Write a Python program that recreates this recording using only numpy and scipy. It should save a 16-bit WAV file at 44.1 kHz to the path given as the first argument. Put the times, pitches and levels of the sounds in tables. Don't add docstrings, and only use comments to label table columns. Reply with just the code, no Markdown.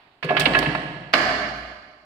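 import sys
import numpy as np
from scipy import signal
from scipy.fft import rfft, irfft
from scipy.io import wavfile

SR = 44100
rng = np.random.default_rng(int(sys.argv[2]) if len(sys.argv) > 2 else 0)


def wav_out(sig):
    wavfile.write(sys.argv[1], SR, np.round(np.clip(np.atleast_2d(sig).T, -1, 1) * 32767).astype(np.int16))


N = 90404
FFT_SIZE = 4096
GRID_HZ = np.fft.rfftfreq(FFT_SIZE, 1 / SR)
SCENE_S, EVENT_S = np.arange(N) / SR, np.arange(SR // 2) / SR

# f/Hz, density/dB
AIR_SPECTRUM = [(25, 1), (60, 1), (130, 5.5), (400, 5), (1200, -23), (4000, -41), (7000, -24),
                (16000, -35)]
# f/Hz, density/dB
ECHO_SPECTRUM = [(50, -6), (200, -38.5), (700, 15), (1500, 9), (2800, 8), (4600, 0.5), (6500, -29),
                 (16000, -29)]
# f/Hz, T60/s
HALL_DECAY = [(60, 1.94), (150, 1.47), (280, 1.03), (600, 1.343), (1000, 1.383), (2400, 1.32), (4500, 1.3),
              (8000, 1.04), (15000, 0.43)]
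# f/Hz, gain/dB
HALL_GAIN = [(50, -6.5), (150, 1.5), (300, 0.5), (700, 5), (1100, 0), (1750, 2.5), (2700, -1), (4500, 0),
             (8000, 8.5), (15000, 1)]
# f/Hz, left-right correlation/1
CORRELATION = [(50, 1), (250, 0.96), (600, 0.96), (1100, 0.21), (2000, 0.018), (16000, 0.19)]
# f/Hz, left minus right/dB
PORT_BALANCE = [(100, 1.5), (600, -2.5), (1100, -1), (1650, -5.5), (2400, -11), (3400, -11), (4800, -6.5),
                (6500, 25.5), (9000, 14), (13000, 14)]
# t/s, level/dB, T60/s
SLEEVE_BRUSHES = [(1.545, -72, 1), (1.560, -71, 0.04), (1.583, -64, 0.023)]
# f/Hz, density/dB
CLOTH_SPECTRUM = [(1000, -26), (5000, -5), (9000, 11), (14000, 9), (16000, -7)]
# t/s, gain/dB
FRAME_BOOMS = [(0.319, -15), (1.11, -18.5)]
# t/s, level/dB, f/Hz, hall send/dB
TRUNK_THUDS = [(0.24, -34, 148, 5.5), (0.244, -31.5, 391, 3.5), (.308, -29, 283, 5),
               (.387, -30.5, 150.7, 6), (0.469, -22.5, 298, 0), (0.503, -27.5, 176.3, -2),
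               (.575, -31, 146, -8), (0.589, -29, 306, 1.5), (.668, -26, 148, -4), (.672, -29, 307, -5),
               (0.744, -34.5, 174, -1), (1.138, -30, 285.7, 10.5), (1.138, -42, 136, 12.5)]
# t/s, level/dB, T60/s
SKIN_SLAPS = [(0.2445, -34.5, 0.032), (0.3954, -17.5, 0.091), (.4160, -42, 0.1), (.5875, -19, 0.03)]
# f/Hz, density/dB
SKIN_SPECTRUM = [(100, 1), (1000, 8), (3000, 10.5), (4800, 9), (6200, -4), (8500, -1.5), (11000, -8),
                 (16000, -11)]
# f/Hz, level/dB, T60/s
FAR_MODES = [(280, -22, 0.18), (399.5, -7, 0.52), (605, 0.5, 0.21), (712, -3, 0.083), (1040, -11, 0.11),
             (1324, 7, 0.048), (1474, 4.5, 0.06), (1704, -9, .11), (1857, -8, 0.13), (2275, -19, 0.045),
             (2850, -9, 0.044), (3993, -2, 0.078), (4100, -16, 0.079)]
# f/Hz, density/dB
FAR_SPECTRUM = [(100, -17.5), (260, 0.5), (350, -22), (490, -11.5), (610, 3), (850, -1.5), (1400, -3),
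                (1850, 0.5), (2080, -5), (2800, -1), (3450, -11.5), (4600, -4), (6000, -20.5),
                (9000, -31.5), (16000, -27)]
# t/s, level/dB, centre/Hz, width/oct, rise/s, clack T60/s, ring re clack/dB, hall send/dB
FAR_HITS = [ (1.1302, -25, 2480, 1.7, .001, .04, -15, -17),
            (1.1346, -7.5, 1177, 1.27, 0.0045, 0.043, -8.5, 3.5),
            (1.1359, -10, 3360, 0.74, 0.00056, 0.047, -11.5, -0.5),
            (1.153, -17.5, 1510, 0.33, 0.00083, 0.05, -10, 1), ]
# f/Hz, level/dB, T60/s
NEAR_MODES = [(286.3, -5, 0.13), (391.5, -4, 0.19), (628.4, -1.5, 0.19), (709.7, 2.5, 0.046),
              (1070.7, -7, 0.18), (1366, -9.5, 0.061), (1690, -2.5, 0.1), (2230, -22, 0.04),
              (2245, -15.5, 0.17), (2622, -3, 0.046), (3110, -19, 0.18)]
# f/Hz, density/dB
NEAR_SPECTRUM = [(60, -19.5), (250, -15.5), (470, -1.5), (650, -1), (900, 1), (1700, -3), (2800, -1.5),
                 (3500, -7.5), (4600, -8.5), (6000, -27), (9000, -33.5), (12000, -33), (16000, -31)]
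# t/s, level/dB, centre/Hz, width/oct, rise/s, clack T60/s, ring re clack/dB, hall send/dB
NEAR_HITS = [ (0.2271, -24.5, 2220, 1.13, 0.00021, 0.17, -4.5, -2),
             (.2850, -19.5, 2040, 0.59, 0.0087, 0.12, 2.5, -2),
             (0.3023, -13, 684, 0.78, 0.0072, 0.12, 6, -6.5),
             (0.349, -20.5, 2600, 2.2, 0.0014, 0.044, 17, 9),
             (.3670, -13, 2230, 0.7, 0.00044, 0.1, -7.5, -2), (0.41, -18, 2850, 0.56, 0.0019, 0.11, 5, -11),
             (0.4561, -8, 2530, 0.62, 0.00021, 0.068, -14.5, -9.5),
             (.4600, -18.5, 767, 1.5, 0.001, 0.058, -14.5, 5.5), (.5190, -30, 600, .5, .003, 0.1, -4, -20),
             (0.533, -18, 2100, 0.76, 0.0037, 0.029, -24, 5),
             (.5440, -9.5, 1940, 0.55, 0.0085, 0.05, 2, -9.5),
             (.5660, -12.5, 1670, 0.07, .003, 0.097, 15, -10),
             (.6260, -19.5, 1830, 2.4, 0.0017, 0.077, -4, -6),
             (0.6592, -17.5, 2630, 0.54, 0.00073, 0.058, 2.5, -5),
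             (.7470, -15.5, 1290, 0.8, 0.0051, 0.032, -0.5, -16), ]


def amp(db):
    return 10 ** (np.asarray(db) / 20)


def lookup(table, hz=GRID_HZ):
    table_hz, values = np.transpose(table)
    return np.interp(np.log(hz + 1), np.log(table_hz + 1), values)


def add(mix, start_s, sound):
    part = mix[:, round(start_s * SR):][:, :sound.shape[-1]]
    part += sound[..., :part.shape[1]]


def colour(x, gain_db):
    log_gain = np.log(amp(np.r_[gain_db, gain_db[-2:0:-1]]))
    response = np.exp(np.conj(signal.hilbert(log_gain)))
    taps = np.fft.ifft(response).real[:FFT_SIZE // 2]
    return signal.fftconvolve(x, np.array(taps, ndmin=x.ndim), axes=-1)[..., :x.shape[-1]]


def stereo_noise(n):
    left, other = rfft(rng.standard_normal((2, n)))
    corr = lookup(CORRELATION, np.fft.rfftfreq(n, 1 / SR))
    right = corr * left + np.sqrt(1 - corr ** 2) * other
    return irfft(np.array([left, right]), n)


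def wander(n, step_s):
    return np.interp(np.arange(n) / SR / step_s, np.arange(n), rng.standard_normal(n))


def strike(rise_s, t60_s):
    return np.minimum(EVENT_S / rise_s, 1) * amp(-60 * np.maximum(EVENT_S - rise_s, 0) / t60_s)


def with_energy(x, envelope):
    energy = np.sum(x ** 2, axis=-1, keepdims=True)
    return x * np.sqrt(np.sum(envelope ** 2) / (energy + 1e-20))


def shaped_noise(envelope, spectrum_db):
    return with_energy(colour(stereo_noise(len(envelope)) * envelope, spectrum_db), envelope)


def background(air_db=-65.5, echo_db=-53.5, fall_db_per_s=42):
    air = shaped_noise(np.ones(N), lookup(AIR_SPECTRUM))
    echo = shaped_noise(np.ones(N), lookup(ECHO_SPECTRUM))
    return amp(air_db) * air + amp(echo_db - fall_db_per_s * SCENE_S) * echo


def hall(send, delay_s=0.0027, build_s=0.21, start_gain=0.56):
    hz, t_s, bands = signal.stft(stereo_noise(N), SR, nperseg=512)
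    gain_db = lookup(HALL_GAIN, hz)[:, None] - 60 * t_s / lookup(HALL_DECAY, hz)[:, None]
    tail = signal.istft(bands * amp(gain_db), SR, nperseg=512)[1][:, :N]
    tail *= (SCENE_S > delay_s) * np.interp(SCENE_S, [0, build_s], [start_gain, 1])
    return signal.fftconvolve(send, tail / np.sqrt(0.067 * SR), axes=1)[:, :N]


def frame_boom(gain_db, hz=56.6, rise_s=0.38, t60_s=1, waver_depth=0.52, waver_hz=5.5):
    waver = 1 + waver_depth * (wander(N, 1 / waver_hz) + 1j * wander(N, 1 / waver_hz))
    tone = (waver * np.exp(2j * np.pi * hz * SCENE_S)).imag
    swell = 1 - np.exp(-(SCENE_S / rise_s) ** 2)
    return amp(gain_db - 60 * SCENE_S / t60_s) * swell * tone


def trunk_thud(level_db, hz, width_oct=0.46):
    envelope = strike(rise_s=0.0027, t60_s=0.17)
    tone = np.sqrt(2) * envelope * np.sin(2 * np.pi * hz * EVENT_S)
    band_db = np.maximum(-6 * (np.log2((GRID_HZ + 1) / hz) / width_oct) ** 2, -70)
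    return amp(level_db) * (tone + shaped_noise(envelope, band_db))


def soft_contact(spectrum, level_db, t60_s, crackle_db=5):
    envelope = strike(rise_s=0.0021, t60_s=t60_s)
    crackle = amp(crackle_db * wander(len(EVENT_S), step_s=0.00096))
    snaps = with_energy(envelope * crackle, envelope)
    return amp(level_db) * shaped_noise(snaps, lookup(spectrum))


def excitation_db(hz, centre_hz, width_oct, floor_db=-15):
    offset_oct = np.log2((hz + 1) / centre_hz)
    return 20 * np.log10(amp(floor_db) + np.exp(-0.5 * (offset_oct / width_oct) ** 2))


def wood_knock(modes, spectrum, level_db, centre_hz, width_oct, rise_s, t60_s, ring_db):
    envelope = strike(rise_s, t60_s)
    clack = shaped_noise(envelope, lookup(spectrum) + excitation_db(GRID_HZ, centre_hz, width_oct))
    ring = 0
    for hz, mode_db, mode_t60_s in modes:
        spread_rad = np.array([[0], [np.arccos(lookup(CORRELATION, hz))]])
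        phase_rad = 2 * np.pi * (hz * EVENT_S + rng.random()) + spread_rad
        gain = amp(mode_db + excitation_db(hz, centre_hz, width_oct))
        ring += gain * strike(rise_s, mode_t60_s) * np.sin(phase_rad)
    knock = clack + amp(ring_db) * with_energy(ring, envelope)
    return amp(level_db) * with_energy(knock, envelope)


def scene(soft_send_db=-12):
    events = []
    dummies = (NEAR_HITS, NEAR_MODES, NEAR_SPECTRUM), (FAR_HITS, FAR_MODES, FAR_SPECTRUM)
    for hits, modes, spectrum in dummies:
        for start_s, *contact, send_db in hits:
            events.append((start_s, wood_knock(modes, spectrum, *contact), send_db))
    for start_s, level_db, hz, send_db in TRUNK_THUDS:
        events.append((start_s, trunk_thud(level_db, hz), send_db))
    for contacts, spectrum in (SKIN_SLAPS, SKIN_SPECTRUM), (SLEEVE_BRUSHES, CLOTH_SPECTRUM):
        for start_s, level_db, t60_s in contacts:
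            events.append((start_s, soft_contact(spectrum, level_db, t60_s), soft_send_db))
    direct, send = np.zeros((2, 2, N))
    for start_s, sound, send_db in events:
        add(direct, start_s, sound)
        add(send, start_s, amp(send_db) * sound)
    for start_s, gain_db in FRAME_BOOMS:
        add(direct, start_s, frame_boom(gain_db))
    return direct + hall(send) + background()


def record(dry, cutoff_hz=16200):
    balance_db = lookup(PORT_BALANCE)
    right_db = -10 * np.log10((1 + amp(balance_db) ** 2) / 2)
    ports = [colour(dry[0], right_db + balance_db), colour(dry[1], right_db)]
    lowpass = signal.firwin(511, cutoff_hz, window=("kaiser", 9), fs=SR)
    return signal.oaconvolve(np.clip(ports, -1, 1), lowpass[None], "same")


dry = scene()
out = record(dry)
wav_out(out)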